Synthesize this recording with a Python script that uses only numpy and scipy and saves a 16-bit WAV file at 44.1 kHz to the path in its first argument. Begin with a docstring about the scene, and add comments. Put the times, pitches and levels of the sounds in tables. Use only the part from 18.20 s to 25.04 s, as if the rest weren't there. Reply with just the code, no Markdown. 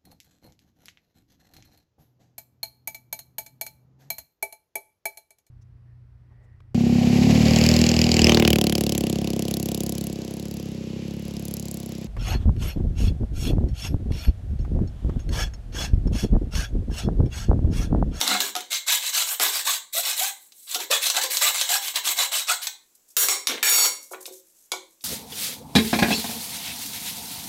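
"""In a hard-walled kitchen a hacksaw cuts a plastic pipe held by hand over the edge of a steel sink.
Each stroke rasps: the teeth tear off chips as noise bursts, which excite the modes of pipe and blade.
The pipe bumps on the sink; the saw is laid on the stone counter, where it clatters and rings.
Pipes knock, judder and brush on the counter as decaying noise, modal ringing and filtered hiss.
Dense reflections surround all of these, over the steady noise of a quiet room."""
import sys
import numpy as np
from scipy import signal
from scipy.fft import rfft, irfft
from scipy.io import wavfile
from scipy.ndimage import uniform_filter1d

SR = 44100
rng = np.random.default_rng(int(sys.argv[2]) if len(sys.argv) > 2 else 0)


def put_to_file(sound):
    """Save the sound as 16-bit audio at rate SR, in the file named by the first command-line argument."""
    columns = np.atleast_2d(sound).T  # one column per channel
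    safe = np.clip(columns, -1, 1)
    whole_steps = np.round(safe * 32767)
    wavfile.write(sys.argv[1], SR, whole_steps.astype(np.int16))


N = 301628
TIME = np.arange(N) / SR


def from_db(db):
    """Logarithmic levels: decibels to amplitude gain."""
    return 10 ** (np.asarray(db) / 20)


def rms_one(x):
    """Normalisation: scale to rms 1."""
    return x / np.sqrt(np.mean(x ** 2) + 1e-20)


def at_hz(points, hz):
    """Interpolation of a table on a log-frequency axis."""
    f, value = np.transpose(points)
    return np.interp(np.log(np.maximum(hz, 1)), np.log(f), value)


def band(x, hz, kind, order=2):
    """Band limiting by a Butterworth filter."""
    sections = signal.butter(order, np.clip(hz, 10, .45 * SR), kind, fs=SR, output="sos")
    return signal.sosfilt(sections, x + 1e-18)


def colour(x, spectrum, size=4096):
    """Minimum-phase (causal) filtering with the given spectral shape and unit power gain."""
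    gain = rms_one(from_db(at_hz(spectrum, np.fft.rfftfreq(size, 1 / SR))))
    # folding the cepstrum onto positive times makes the response causal
    cepstrum = irfft(np.log(gain))
    cepstrum[1:size // 2] *= 2
    cepstrum[size // 2 + 1:] = 0
    response = irfft(np.exp(rfft(cepstrum)))
    return signal.oaconvolve(x, response)[:N]


def drift(rate):
    """Random modulation: Gaussian knots, rate per second, joined by lines and scaled to rms 1."""
    knots = rng.standard_normal(N // 8)
    return rms_one(np.interp(TIME * rate, np.arange(len(knots)), knots))


def resonate(x, hz, width):
    """Simple resonance: a two-pole band-pass of bandwidth width/Hz with gain 1 at its peak."""
    r = np.exp(-np.pi * width / SR)
    numerator = np.array([1, 0, -1]) * (1 - r * r) / 2
    return signal.lfilter(numerator, [1, -2 * r * np.cos(2 * np.pi * hz / SR), r * r], x)


def ring(clicks, modes):
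    """Modal superposition: a click sets off decaying sinusoids, neighbours in opposite sense."""
    out = np.zeros(N)
    for k, (hz, db, t60) in enumerate(modes):
        r = np.exp(-np.log(1000) / (t60 * SR))
        w = 2 * np.pi * hz / SR
        mode = signal.lfilter([0, np.sin(w)], [1, -2 * r * np.cos(w), r * r], clicks + 1e-18)
        out += (-1) ** k * from_db(db) * mode
    return out


def blows(times, db):
    """Impulsive excitation: one click for each blow."""
    out = np.zeros(N)
    out[np.round(times * SR).astype(int)] = from_db(db)
    return out


def crack(clicks, t60):
    """High modal density: each click starts exponentially decaying noise, its modes unresolved."""
    envelope = signal.lfilter([1], [1, -np.exp(-np.log(1000) / (t60 * SR))], clicks + 1e-18)
    return envelope * rng.standard_normal(N)


def swing(start, end, crest):
    """Half-sine motion of the arm: from rest up to 1 at its crest and back to rest."""
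    top = start + np.clip(crest, .05, .95) * (end - start)
    inside = slice(max(int(start * SR), 0), int(end * SR))
    out = np.zeros(N)
    phase = np.interp(TIME[inside], [start, top, end], [0, .5, 1])
    out[inside] = np.abs(np.sin(np.pi * phase))
    return out


def chatter(span, touches_per_s=260, spread_db=3):
    """Random impact train: light touches of uneven strength, denied regularity, under one swing."""
    touches = (rng.random(N) < touches_per_s / SR) * from_db(spread_db * rng.standard_normal(N))
    return touches * swing(*span)


# cutting noise: spectral shape of the rasp (f/Hz, level/dB per Hz, relative); the snags share it
RASP = [(120, -68), (200, -50.5), (305, -32.5), (380, -34.5), (519, -13.5), (683, -5.5), (899, -11),
        (1230, -7), (1770, -12), (3300, 1.5), (4050, 5.5), (4860, -1), (7680, -2.5), (9060, -6.5),
        (13800, -10), (15400, -12.5), (16000, -9.5)]
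# band in which the sink shakes (lowest f/Hz, highest f/Hz)
THRUM_HZ = (285, 420)


def sawing(tone_db=-8, tone_hz=1900, tooth_db=1.0, catch_db=1.5, chip_fade=2.0, uneven_db=-0.26,
           thrum_db=-1, shake_db=-30):
    """Stick and release: each tooth catches with a jolt and tears off a chip; both excite resonances."""
    rasp_gain, body_gain, hiss_gain, thrum_gain = bite()
    rate, even, tone, octave = blade_motion()
    passed = np.cumsum(rate) / SR  # teeth passed so far
    tooth = passed.astype(int)
    depth = from_db(tooth_db * rng.standard_normal(N))[tooth]
    clicks = np.diff(tooth, prepend=0) * depth
    jolts = rms_one(band(band(clicks, tone_hz, "low"), 330, "high"))
    chips = rms_one(rng.standard_normal(N) * depth * np.exp(-chip_fade * (passed % 1)))
    unevenness = from_db(catch_db * drift(170) + uneven_db * drift(56))
    force = (chips + from_db(tone_db) * even * jolts) * unevenness
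    cut = colour(chip_colour(force + blade_rings(force) + pipe_rings(force)), RASP)
    # a heavy push brings out the body of the pipe, a light pull leaves the hiss
    body = rms_one(band(cut, 1790, "low", order=4))
    rasp = rms_one(band(cut, [1700, 7600], "band", order=4))
    hiss = rms_one(band(cut, 9430, "high", order=4))
    # pressing the pipe down passes the shaking on to the sink
    shaking = rms_one(band(chips, THRUM_HZ, "band", order=4))
    deep_shaking = from_db(shake_db) * rms_one(band(chips, 120, "low"))
    thrum = from_db(thrum_db) * (shaking + deep_shaking)
    strokes = body_gain * body + rasp_gain * rasp + hiss_gain * hiss + thrum_gain * thrum
    return strokes + tooth_tone(passed, tone, octave) + snags()


# saw strokes, pushes and pulls in turn (start t/s, end t/s, crest as share of the length,
# rasp level/dB, pipe body level/dB re rasp, hiss level/dB re rasp, sink thrum level/dB before its trim)
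STROKES = [(0, 0.081, 0.033, -33, -3, 1, -44.5), (0.062, 0.206, 0.075, -25, -3, -6.5, -51),
           (0.184, 0.318, 0.28, -30, -5, -1, -42.5), (.35, 0.444, .12, -42.5, 1.5, -8, -48),
           (0.501, 0.596, 0.32, -24.5, -14.5, -4.5, -73), (0.661, 0.796, 0.42, -21.5, -13.5, -2.5, -71.5),
           (0.781, 0.915, 0.77, -27, -14, -3, -75), (0.917, 1.08, 0.34, -24.5, -12, -2, -83),
           (1.054, 1.162, 0.49, -29, -9, 3.5, -71.5), (1.192, 1.329, 0.29, -24, -7, 1, -45),
           (1.305, 1.44, .45, -28, -11, -1, -65.5), (1.441, 1.59, .34, -24, -10, 0, -88.5),
           (1.724, 1.833, 0.44, -27, -21, 2.5, -65), (1.825, 1.963, 0.39, -25.5, -11, -2, -73),
           (1.952, 2.125, 0.29, -27.5, -11.5, 2, -71.5), (2.116, 2.309, 0.66, -66.5, -34, 14.5, -97),
           (2.318, 2.509, 0.72, -61, -34, 14.5, -95), (2.466, 2.576, 0.76, -33.5, -15.5, 0.5, -84),
           (2.587, 2.668, 0.22, -33, -4.5, -2.5, -45.5), (2.697, 2.795, 0.41, -23, -7.5, -4, -59.5),
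           (2.808, 2.925, 0.24, -23, -14.5, -2, -59), (2.935, 3.01, 0.51, -25, -6, -4, -49.5),
           (3.009, 3.082, 0.12, -25, -12, -3, -50.5), (3.098, 3.216, .12, -27, -13, 1, -55),
           (3.203, 3.336, 0.25, -22.5, -7.5, 0.5, -57.5), (3.322, 3.488, 0.28, -27.5, -9, -1, -72),
           (3.474, 3.595, .36, -24, -9.5, 0.5, -70), (3.607, 3.734, 0.38, -30, -12.5, -2, -61),
           (3.737, 3.805, 0.48, -30, -3, -2, -53), (3.834, 3.944, .45, -23.5, -11.5, -1, -55),
           (3.954, 4.078, 0.42, -24.5, -3.5, -1.5, -66), (4.112, 4.248, 0.15, -26, -10.5, -1.5, -70),
           (4.266, 4.358, 0.46, -23, -10.5, -4.5, -74), (4.413, 4.47, 0.34, -31.5, -11, 1, -81)]
BITE_POWER = 0.95  # the cut grows louder as this power of the arm's swing


def bite():
    """Energy addition of strokes that follow the arm: gains of rasp, pipe body, hiss and sink thrum."""
    power = np.zeros((4, N))
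    for start, end, crest, rasp_db, body_db, hiss_db, thrum_db in STROKES:
        effort = swing(start, end, crest)
        inside = effort > 0
        gains = from_db([rasp_db, rasp_db + body_db, rasp_db + hiss_db, thrum_db])
        power[:, inside] += np.outer(gains, effort[inside] ** BITE_POWER) ** 2
    return np.sqrt(power)


# runs in which the teeth bite evenly and sing a gliding zip (start t/s, end t/s,
# tooth rate f/Hz at the start, middle and end, tone level/dB, octave level/dB)
ZIPS = [(.066, 0.171, 541.7, 734, 806, -45, -35), (0.674, .735, 560.8, 808, 1232, -42, -47),
        (1.459, 1.517, 715, 1148, 1390, -31, -50), (1.747, 1.815, 589.7, 702.3, 738, -29.5, -35.5),
        (1.988, 2.082, 553.3, 778.7, 836, -31.5, -61), (2.7, 2.746, 497.6, 619.3, 698, -25.5, -31.5),
        (2.955, 3.023, 614, 766, 972, -29.5, -51), (3.026, 3.089, 565, 523.8, 496, -33, -39.5),
        (3.213, 3.253, 507.7, 656, 789.7, -28.5, -38), (3.243, 3.315, 1166, 1235, 1232, -31, -41.5),
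        (3.486, 3.59, 615.4, 780, 828, -30, -33.5), (4.279, 4.35, 628, 681.7, 722, -27, -23)]
TOOTH_JITTER = .05  # rms unevenness from tooth to tooth, as share of the rate


def blade_motion(turn_hz=490, top_hz=1050, arch=.8, speed_crest=.6, zip_crest=.33):
    """Kinematics: blade speed sets the teeth per second; also evenness, gains of tone and octave."""
    pace = np.max([swing(start, end, speed_crest) for start, end, *_ in STROKES], axis=0)
    rate = turn_hz + (top_hz - turn_hz) * pace ** arch
    even, tone, octave = np.zeros((3, N))
    for start, end, first, middle, last, tone_db, octave_db in ZIPS:
        run = swing(start, end, zip_crest)
        inside = run > even
        glide = np.polyfit([0, .5, 1], [first, middle, last], 2)
        rate[inside] = np.polyval(glide, (TIME[inside] - start) / (end - start))
        gains = from_db([0, tone_db, octave_db])
        even[inside], tone[inside], octave[inside] = np.outer(gains, run[inside])
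    return rate * (1 + TOOTH_JITTER * drift(300)), even, tone, octave


def blade_rings(force, width_hz=60, ring_db=-4, swing_db=7, count=44):
    """Moving excitation: the sliding contact keeps waking other narrow modes of the blade."""
    pitches = np.geomspace(900, 15000, count) * rng.uniform(.96, 1.04, count)
    out = np.zeros(N)
    for hz in pitches:
        gain = from_db(ring_db + swing_db * np.minimum(drift(14), 2))
        out += resonate(force * gain, hz, width_hz)
    return out


# resonances of pipe and blade under the teeth (f/Hz, bandwidth/Hz, level/dB before the common share)
CUT_MODES = [(527, 12, 0.5), (779, 33, -8), (1230, 72, -12.5), (1585, 130, -15), (2033, 22, -0.5),
             (2230, 53, 2), (2513, 30, -1.5), (7720, 330, 3)]
CUT_SHIFT = .045  # share by which the resonances shift with the place of contact


def pipe_rings(force, share_db=-5, swing_db=4, swings_per_s=11):
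    """Position-dependent resonance: the sliding contact favours now one shifted mode, now another."""
    out = np.zeros(N)
    for hz, width, db in CUT_MODES:
        for step in (-1, 0, 1):
            gain = from_db(db + share_db + swing_db * np.minimum(drift(swings_per_s), 1.5))
            out += resonate(force * gain, hz * (1 + CUT_SHIFT * step), width)
    return out


def chip_colour(x, count=22, patchy_db=3.0, bites_per_s=120):
    """Band-wise modulation: chips differ in size, so each band swells and sinks on its own."""
    edges = np.geomspace(1500, 15000, count)
    parts = [band(x, edges[0], "low", order=4)]
    parts += [band(x, [lo, hi], "band") for lo, hi in zip(edges, edges[1:])]
    parts += [band(x, edges[-1], "high", order=4)]
    out = np.zeros(N)
    for k, part in enumerate(parts):
        out += (-1) ** k * part * from_db(patchy_db * np.minimum(drift(bites_per_s), 2))
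    return out


TOOTH_FLUTTER_DB = 4.5  # unevenness of the tone's level


def tooth_tone(passed, tone, octave):
    """Periodic forcing: the pipe wall rocks once for every tooth that passes, with an octave above."""
    out = np.zeros(N)
    for k, gain in ((1, tone), (2, octave)):
        flutter = from_db(TOOTH_FLUTTER_DB * np.minimum(drift(200), 1.5))
        out += gain * flutter * np.sin(2 * np.pi * k * passed)
    return out


# a tooth snags and breaks free (t/s, peak level/dB before the common offset)
SNAGS = [(0.013, -5), (0.075, 2.5), (0.204, 3.5), (0.406, -11), (.519, -6), (0.68, -7.5), (1.474, -0.5),
         (2.321, -27), (2.546, 0), (2.602, -9), (2.713, 7.5), (2.866, 2.5), (2.9, 6.5), (2.966, 3),
         (3.109, -12.5), (3.17, 3), (3.221, 7.5), (3.412, 5.5), (3.491, -3), (3.681, -4), (3.758, 1.5),
         (3.853, -4.5), (4.12, -8.5), (4.195, -5.5), (4.428, -16), (4.47, -0.5)]


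def snags(offset_db=-16.0, t60=0.043):
    """Sudden release: each snagged tooth breaks free with a short burst of rasp."""
    s, peak_db = np.transpose(SNAGS)
    return colour(crack(blows(s, peak_db + offset_db), t60), RASP)


# modes of the pipe, struck as the blade leaves the cut (f/Hz, level/dB, t60/s)
RELEASE_MODES = [(1534, -43, .22), (1820, -40, .2), (2210, -43, .17), (2476, -42, .28), (3655, -46, .25)]
RELEASE_AT = 4.469  # s


def pipe_release():
    """Free vibration: the blade leaves the cut and the pipe rings on."""
    return band(ring(blows(RELEASE_AT, 0), RELEASE_MODES), 1000, "high")


# the pipe bumps on the sink (t/s, then level/dB before offsets: clack, boom, hollow note, dull thump)
BUMPS = [(.013, 13, -37.5, -30.5, -50.5), (.078, 15.5, -27, -26.5, -33.5), (.113, -9, -41, -20.5, -31.5),
         (.15, -12, -46.5, -25, -41), (.353, 0.5, -58, -30, -51), (.364, 2.5, -71, -29.5, -33.5),
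         (1.198, 7, -58, -27, -27), (2.556, 1.5, -62, -32.5, -30.5)]
# modes of the steel basin (f/Hz, level/dB, t60/s)
SINK_MODES = [(203, 2, .33), (272, 1, .3), (310, -3, .22), (368, -5, .22), (440, -14, .2)]
# the pipe's hollow note when it bumps (f/Hz, level/dB, t60/s)
PIPE_MODES = [(702, -16, .09), (734, 1, 0.14), (1270, -3, 0.066), (1420, -7.5, 0.23)]
# spectral shape of a plastic clack, on sink or counter (f/Hz, level/dB per Hz, relative)
KNOCK_COLOUR = [(88, -55.5), (150, -14.5), (368, -16.5), (475, -7), (941, 0.5), (1870, -6.5), (2310, 3),
                (2760, -3.5), (3700, 6.5), (4580, 4), (7800, -4), (9080, -6.5), (11000, 0.5), (15000, -15),
                (16000, -21.5)]


def bumps(clack_db=-17, boom_db=-5, note_db=2, clack_t60=0.014, thump_t60=0.073, low_hz=310, high_hz=760):
    """Impact of pipe on rim: returns clack and thump with the basin's boom, and the hollow note."""
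    s, peak, boom, note, thump_db = np.transpose(BUMPS)
    clack = colour(crack(blows(s, peak + clack_db), clack_t60), KNOCK_COLOUR)
    basin = band(ring(blows(s, boom + boom_db), SINK_MODES), 100, "high", order=4)
    thump = band(crack(blows(s, thump_db), thump_t60), [low_hz, high_hz], "band", order=4)
    thump = thump * np.sqrt(SR / 2 / (high_hz - low_hz))  # makes up the power lost outside the band
    hollow_note = band(ring(blows(s, note + note_db), PIPE_MODES), 560, "high")
    return band(clack, 220, "high") + thump + basin, hollow_note


# the saw drops on the stone, rocks and settles (t/s, clack level/dB, ring level/dB,
# contact: tip 0, side 1, heel 2)
SAW_HITS = [(4.967, 1, -11, 0), (5.031, -22, -29, 1), (5.085, -4.5, -23, 0.75), (5.428, 9, 0, 2.5),
            (5.467, -7.5, -17, 1.1), (5.496, -6, -4.5, 0.65), (5.522, -6, -7, 1.45), (5.561, -14, -7, 2),
            (5.581, -11, -11.5, 1.7), (5.648, -17, -32, 0.24)]
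# spectral shape of the saw's clack (f/Hz, level/dB per Hz, relative)
SAW_CLACK = [(88, -42.5), (150, -41.5), (368, -10), (900, -12), (1350, -5), (1800, -18.5), (2220, -6),
             (3000, -10.5), (3700, -7.5), (4490, -7), (5150, -10), (5680, -5.5), (6260, -12.5), (6770, -6),
             (8000, -6), (8900, -19), (11200, -15), (13000, -14), (15300, -18), (16000, -22)]
# modes of the steel saw (f/Hz, level/dB struck on the tip, on the side, on the heel, t60/s)
SAW_MODES = [(2180, -24, -22, -20, .45), (2770, -24, -19, -22, .35), (3560, -11, -24, -22, .2),
             (3680, -22, -13, -14, .26), (3822, -17, -15, -22, .3), (4490, -17, -9, -8, .3),
             (4620, -14, -11, -14, .3), (5535, -14, 0, -7, .37), (5701, -20, -7, -15, .37),
             (5755, -7, -22, -22, .35), (6590, -9, -20, -20, .25), (6697, -15, -8, -12, .3),
             (6870, -18, -9, -12, .3), (6900, -12, -6, -14, .35), (7687, -5, -11, -18, .3),
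             (7760, -22, -10, -12, .3), (7908, -18, -15, -4, .25), (8030, -18, -20, -5, .2),
             (8213, -13, -7, -14, .32), (8560, -11, -17, -22, .25), (9028, 0, -13, -16, .22),
             (9449, -20, -1, -12, .34), (9690, -5, -24, -24, .27), (9819, -22, -14, -16, .33),
             (9970, -2, -24, -22, .27), (10447, -22, -17, -10, .28), (10540, -11, -24, -24, .22),
             (10708, -22, -16, -14, .3), (11036, -9, -19, -20, .27), (11175, -22, -17, -7, .22),
             (11422, -9, -20, -20, .27), (11690, -24, -17, -15, .27), (12140, -22, -16, -6, .25),
             (12320, 4, -22, -18, .19), (12733, -20, -12, -3, .24), (12880, -13, -16, -14, .22),
             (12986, -22, -11, -9, .24), (13728, 3, -15, -20, .27), (13968, -22, -16, -11, .23),
             (14480, -14, -19, -18, .3), (14550, -23, -22, -22, .6), (15324, 1, -14, -15, .26),
             (15478, -20, -13, -11, .24)]
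# its blade chatters as it settles (start t/s, end t/s, crest as share of the length)
RATTLE = (5.45, 5.665, 0.2)
# modes of the counter, under saw and pipes (f/Hz, level/dB, t60/s)
COUNTER_MODES = [(192, -12.5, 0.21), (234, -6.5, 0.069), (288, -8, 0.095), (330, -3.5, 0.56),
                 (316, -14, 0.19), (367.7, 4.5, 0.19), (473, 6, 0.093), (542, 2.5, 0.22), (654, -3, 0.21),
                 (800, -17, 0.077)]
BUZZ_DB, BUZZES_PER_S = 2.0, 130  # the loose blade buzzes, so each mode flutters on its own


def saw_drop(clack_t60=0.053, thud_db=-47, steel_db=1, chatter_clack_db=-19, chatter_ring_db=-25,
             tick_db=-6, tick_t60=0.023):
    """Modal excitation by place of impact, steel on stone: returns the clatter and the ringing."""
    s, clack_db, ring_db, contact = np.transpose(SAW_HITS)
    touches, steel = chatter(RATTLE), np.zeros(N)
    for k, (hz, *levels_db, t60) in enumerate(SAW_MODES):
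        gains = from_db(levels_db)
        contact_gain = np.interp(contact, [0, 1, 2], gains)
        hits = blows(s, ring_db + 20 * np.log10(contact_gain))
        # the chatter strikes between side and heel
        light = from_db(chatter_ring_db) * gains[1:].mean() * touches * rng.standard_normal(N)
        buzz = from_db(BUZZ_DB * np.minimum(drift(BUZZES_PER_S), 1))
        steel += (-1) ** k * ring(hits + light, [(hz, 0, t60)]) * buzz
    thud = band(ring(blows(s, clack_db + thud_db), COUNTER_MODES), 260, "high", order=4)
    clacks = blows(s, clack_db) + from_db(chatter_clack_db) * touches
    clatter = colour(crack(clacks, clack_t60), SAW_CLACK)
    tick = band(crack(blows(s, clack_db + tick_db), tick_t60), 3000, "high")
    # thin steel radiates no bass
    ringing = from_db(steel_db) * band(steel, 2100, "high", order=4)
    return band(clatter, 130, "high") + tick + thud, ringing


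# dull resonances of the saw's grip (f/Hz, bandwidth/Hz, level/dB)
GRIP_MODES = [(1780, 300, 7), (2250, 300, 7), (3600, 260, 0)]
GRIP_AT, GRIP_DB = 5.429, 17  # s, dB before the filters


def grip(crack_t60=0.055, lowest_hz=1200):
    """Damped resonance: the plastic grip lands with the saw and cracks on the stone."""
    burst = band(crack(blows(GRIP_AT, GRIP_DB), crack_t60), lowest_hz, "high")
    return sum(from_db(db) * resonate(burst, hz, width) for hz, width, db in GRIP_MODES)


# pipes knock on the counter; the contact sets the band that is struck
# (t/s, clack level/dB, ring level/dB, thud level/dB, lowest f/Hz, highest f/Hz)
KNOCKS = [(5.271, -3.5, -44, -52, 1100, 15000), (5.296, -22, -37, -48, 302, 2540),
          (5.912, -13, -34, -57, 365, 900), (5.934, -15, -34.5, -46, 318, 1530),
          (5.945, -25, -53, -50, 900, 3100), (6.056, -25.5, -65, -57, 1510, 9000),
          (6.076, -31.5, -41, -51, 395, 934), (6.107, -32, -38.5, -59, 276, 527),
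          (6.518, -12.5, -36.5, -44.5, 510, 12820), (6.534, -13, -29.5, -53, 544, 1190),
          (6.809, -44, -82, -87, 1990, 6100)]
# woody modes of the pipe (f/Hz, level/dB, t60/s)
KNOCK_MODES = [(374.4, -3.5, 0.33), (533, -8, 0.24), (720, -5, .1), (846, -8.5, 0.11), (977, -5.5, 0.081),
               (1138, -7, 0.16), (1340, -7.5, 0.17), (1455, -2.5, 0.17), (2260, 8.5, .15),
               (2282, 3.5, 0.15), (3750, -17, .1), (4370, -11.5, .1), (4856, 3.5, 0.14), (5900, -22.5, .12)]


def knocks(clack_t60=0.023):
    """Band-limited impact, plastic on stone: returns clack with counter thud, and the woody ring."""
    clacks, pushes = np.zeros((2, N))
    for s, clack_db, ring_db, _, low_hz, high_hz in KNOCKS:
        at, struck = np.array(s), [low_hz, high_hz]
        pushes += band(blows(at, ring_db), struck, "band", order=3)
        clacks += band(crack(blows(at, clack_db), clack_t60), struck, "band", order=3)
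    s, _, _, thud_db, _, _ = np.transpose(KNOCKS)
    thud = band(ring(blows(s, thud_db), COUNTER_MODES), 250, "high", order=4)
    return colour(clacks, KNOCK_COLOUR) + thud, ring(pushes, KNOCK_MODES)


# the pipe, put down, judders on the counter (start t/s, end t/s, crest as share of the length)
JUDDER = (5.278, 5.406, 0.14)
# its spectral shape (f/Hz, level/dB per Hz, relative)
JUDDER_COLOUR = [(70, -36.5), (140, -14.5), (220, -1), (340, 8.5), (560, 2), (800, -1), (1300, -1.5),
                 (2400, 3.5), (3600, 0), (6000, -16), (15000, -22)]


def judder(level_db=-27, touch_t60=0.0074, touches_per_s=400, spread_db=3):
    """Repeated impact: the pipe bounces in a quick, dull rattle before it lies still."""
    touches = from_db(level_db) * chatter(JUDDER, touches_per_s, spread_db)
    return colour(crack(touches, touch_t60), JUDDER_COLOUR)


# hand and pipe brush over the counter (start t/s, end t/s, level/dB)
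BRUSHES = [(4.75, 4.765, -48.5), (4.877, 4.945, -53), (5.8, 5.92, -48), (5.907, 5.95, -39.5),
           (6.003, 6.048, -43.5), (6.044, 6.107, -39.5), (6.11, 6.224, -48), (6.243, 6.363, -58.5),
           (6.344, 6.522, -57.5), (6.68, 6.795, -62.5), (6.805, 6.846, -52)]


def handling(grain_db=4.0, crest=0.21):
    """Friction noise: skin and plastic brush over the counter; each brush swells and fades."""
    level = sum(from_db(db) * swing(start, end, crest) for start, end, db in BRUSHES)
    grains = rng.standard_normal(N) * from_db(grain_db * drift(200))
    return level * rms_one(band(grains, [5800, 13000], "band"))


# reverberation time of the kitchen (f/Hz, t60/s)
ROOM_T60 = [(150, 0.48), (500, 0.37), (2000, 0.32), (8000, 0.28), (16000, 0.21)]


def kitchen(x, wet_db, gap_s=0.0011, size=32768):
    """Diffuse reverberation: dense reflections from tile and stone die faster in the treble."""
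    t, white = TIME[:size], rng.standard_normal(size)
    edges = np.geomspace(80, 19000, 9)
    tail = np.zeros(size)
    for lo, hi in zip(edges, edges[1:]):
        t60 = at_hz(ROOM_T60, np.sqrt(lo * hi))
        tail += band(white, [lo, hi], "band") * np.exp(-np.log(1000) * t / t60)
    tail = tail * (t > gap_s)
    wet = from_db(wet_db)
    reflections = signal.oaconvolve(x, tail / np.linalg.norm(tail))[:N]
    return (x + wet * reflections) / np.sqrt(1 + wet ** 2)


# spectral shape of the quiet room (f/Hz, level/dB per Hz, relative)
FLOOR = [(12, -42), (20, -4), (96, -15.5), (310, -4), (1120, -13.5), (4300, -13.5), (4940, -11), (7520, -3),
         (8890, -11), (13500, -7.5), (16000, -13.5)]
FLOOR_DB = -64.5


def room_floor():
    """Stationary background noise: white noise shaped to the quiet room's spectrum."""
    return from_db(FLOOR_DB) * colour(rng.standard_normal(N), FLOOR)


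def scene():
    """Direct-to-reverberant balance: sawing close by, the counter a little farther off, a quiet room."""
    clatter, steel = saw_drop()
    thumps, hollow_note = bumps()
    clacks, woody_ring = knocks()
    near = kitchen(sawing() + pipe_release() + handling(), wet_db=-4.0)
    ringing = kitchen(steel + hollow_note + woody_ring, wet_db=-11.0)
    far = kitchen(thumps + clacks + judder() + clatter + grip(), wet_db=-0.5)
    return (near + ringing + far + room_floor())[None]


def gain_control(x, limit_db=-17, release_db_per_s=260, size=220):
    """Dynamic compression: loud blows are held down; the gain recovers as they die away."""
    level = 10 * np.log10(np.maximum(uniform_filter1d(x ** 2, size=size), 1e-12))
    recovery = release_db_per_s * TIME
    excess = np.maximum(level - limit_db, 0)
    # the reduction follows each peak, then falls at the release rate
    reduction = np.maximum.accumulate(excess + recovery, axis=-1) - recovery
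    smooth = uniform_filter1d(uniform_filter1d(reduction, size=size // 3), size=size // 3)
    return x * from_db(-smooth)


CUTOFF_HZ = 15750


def record(dry):
    """Band limitation: gain control, then a steep elliptic cut of the top."""
    low_pass = signal.ellip(12, .2, 80, CUTOFF_HZ, fs=SR, output="sos")
    return signal.sosfilt(low_pass, gain_control(dry))


dry = scene()
out = record(dry)
put_to_file(out)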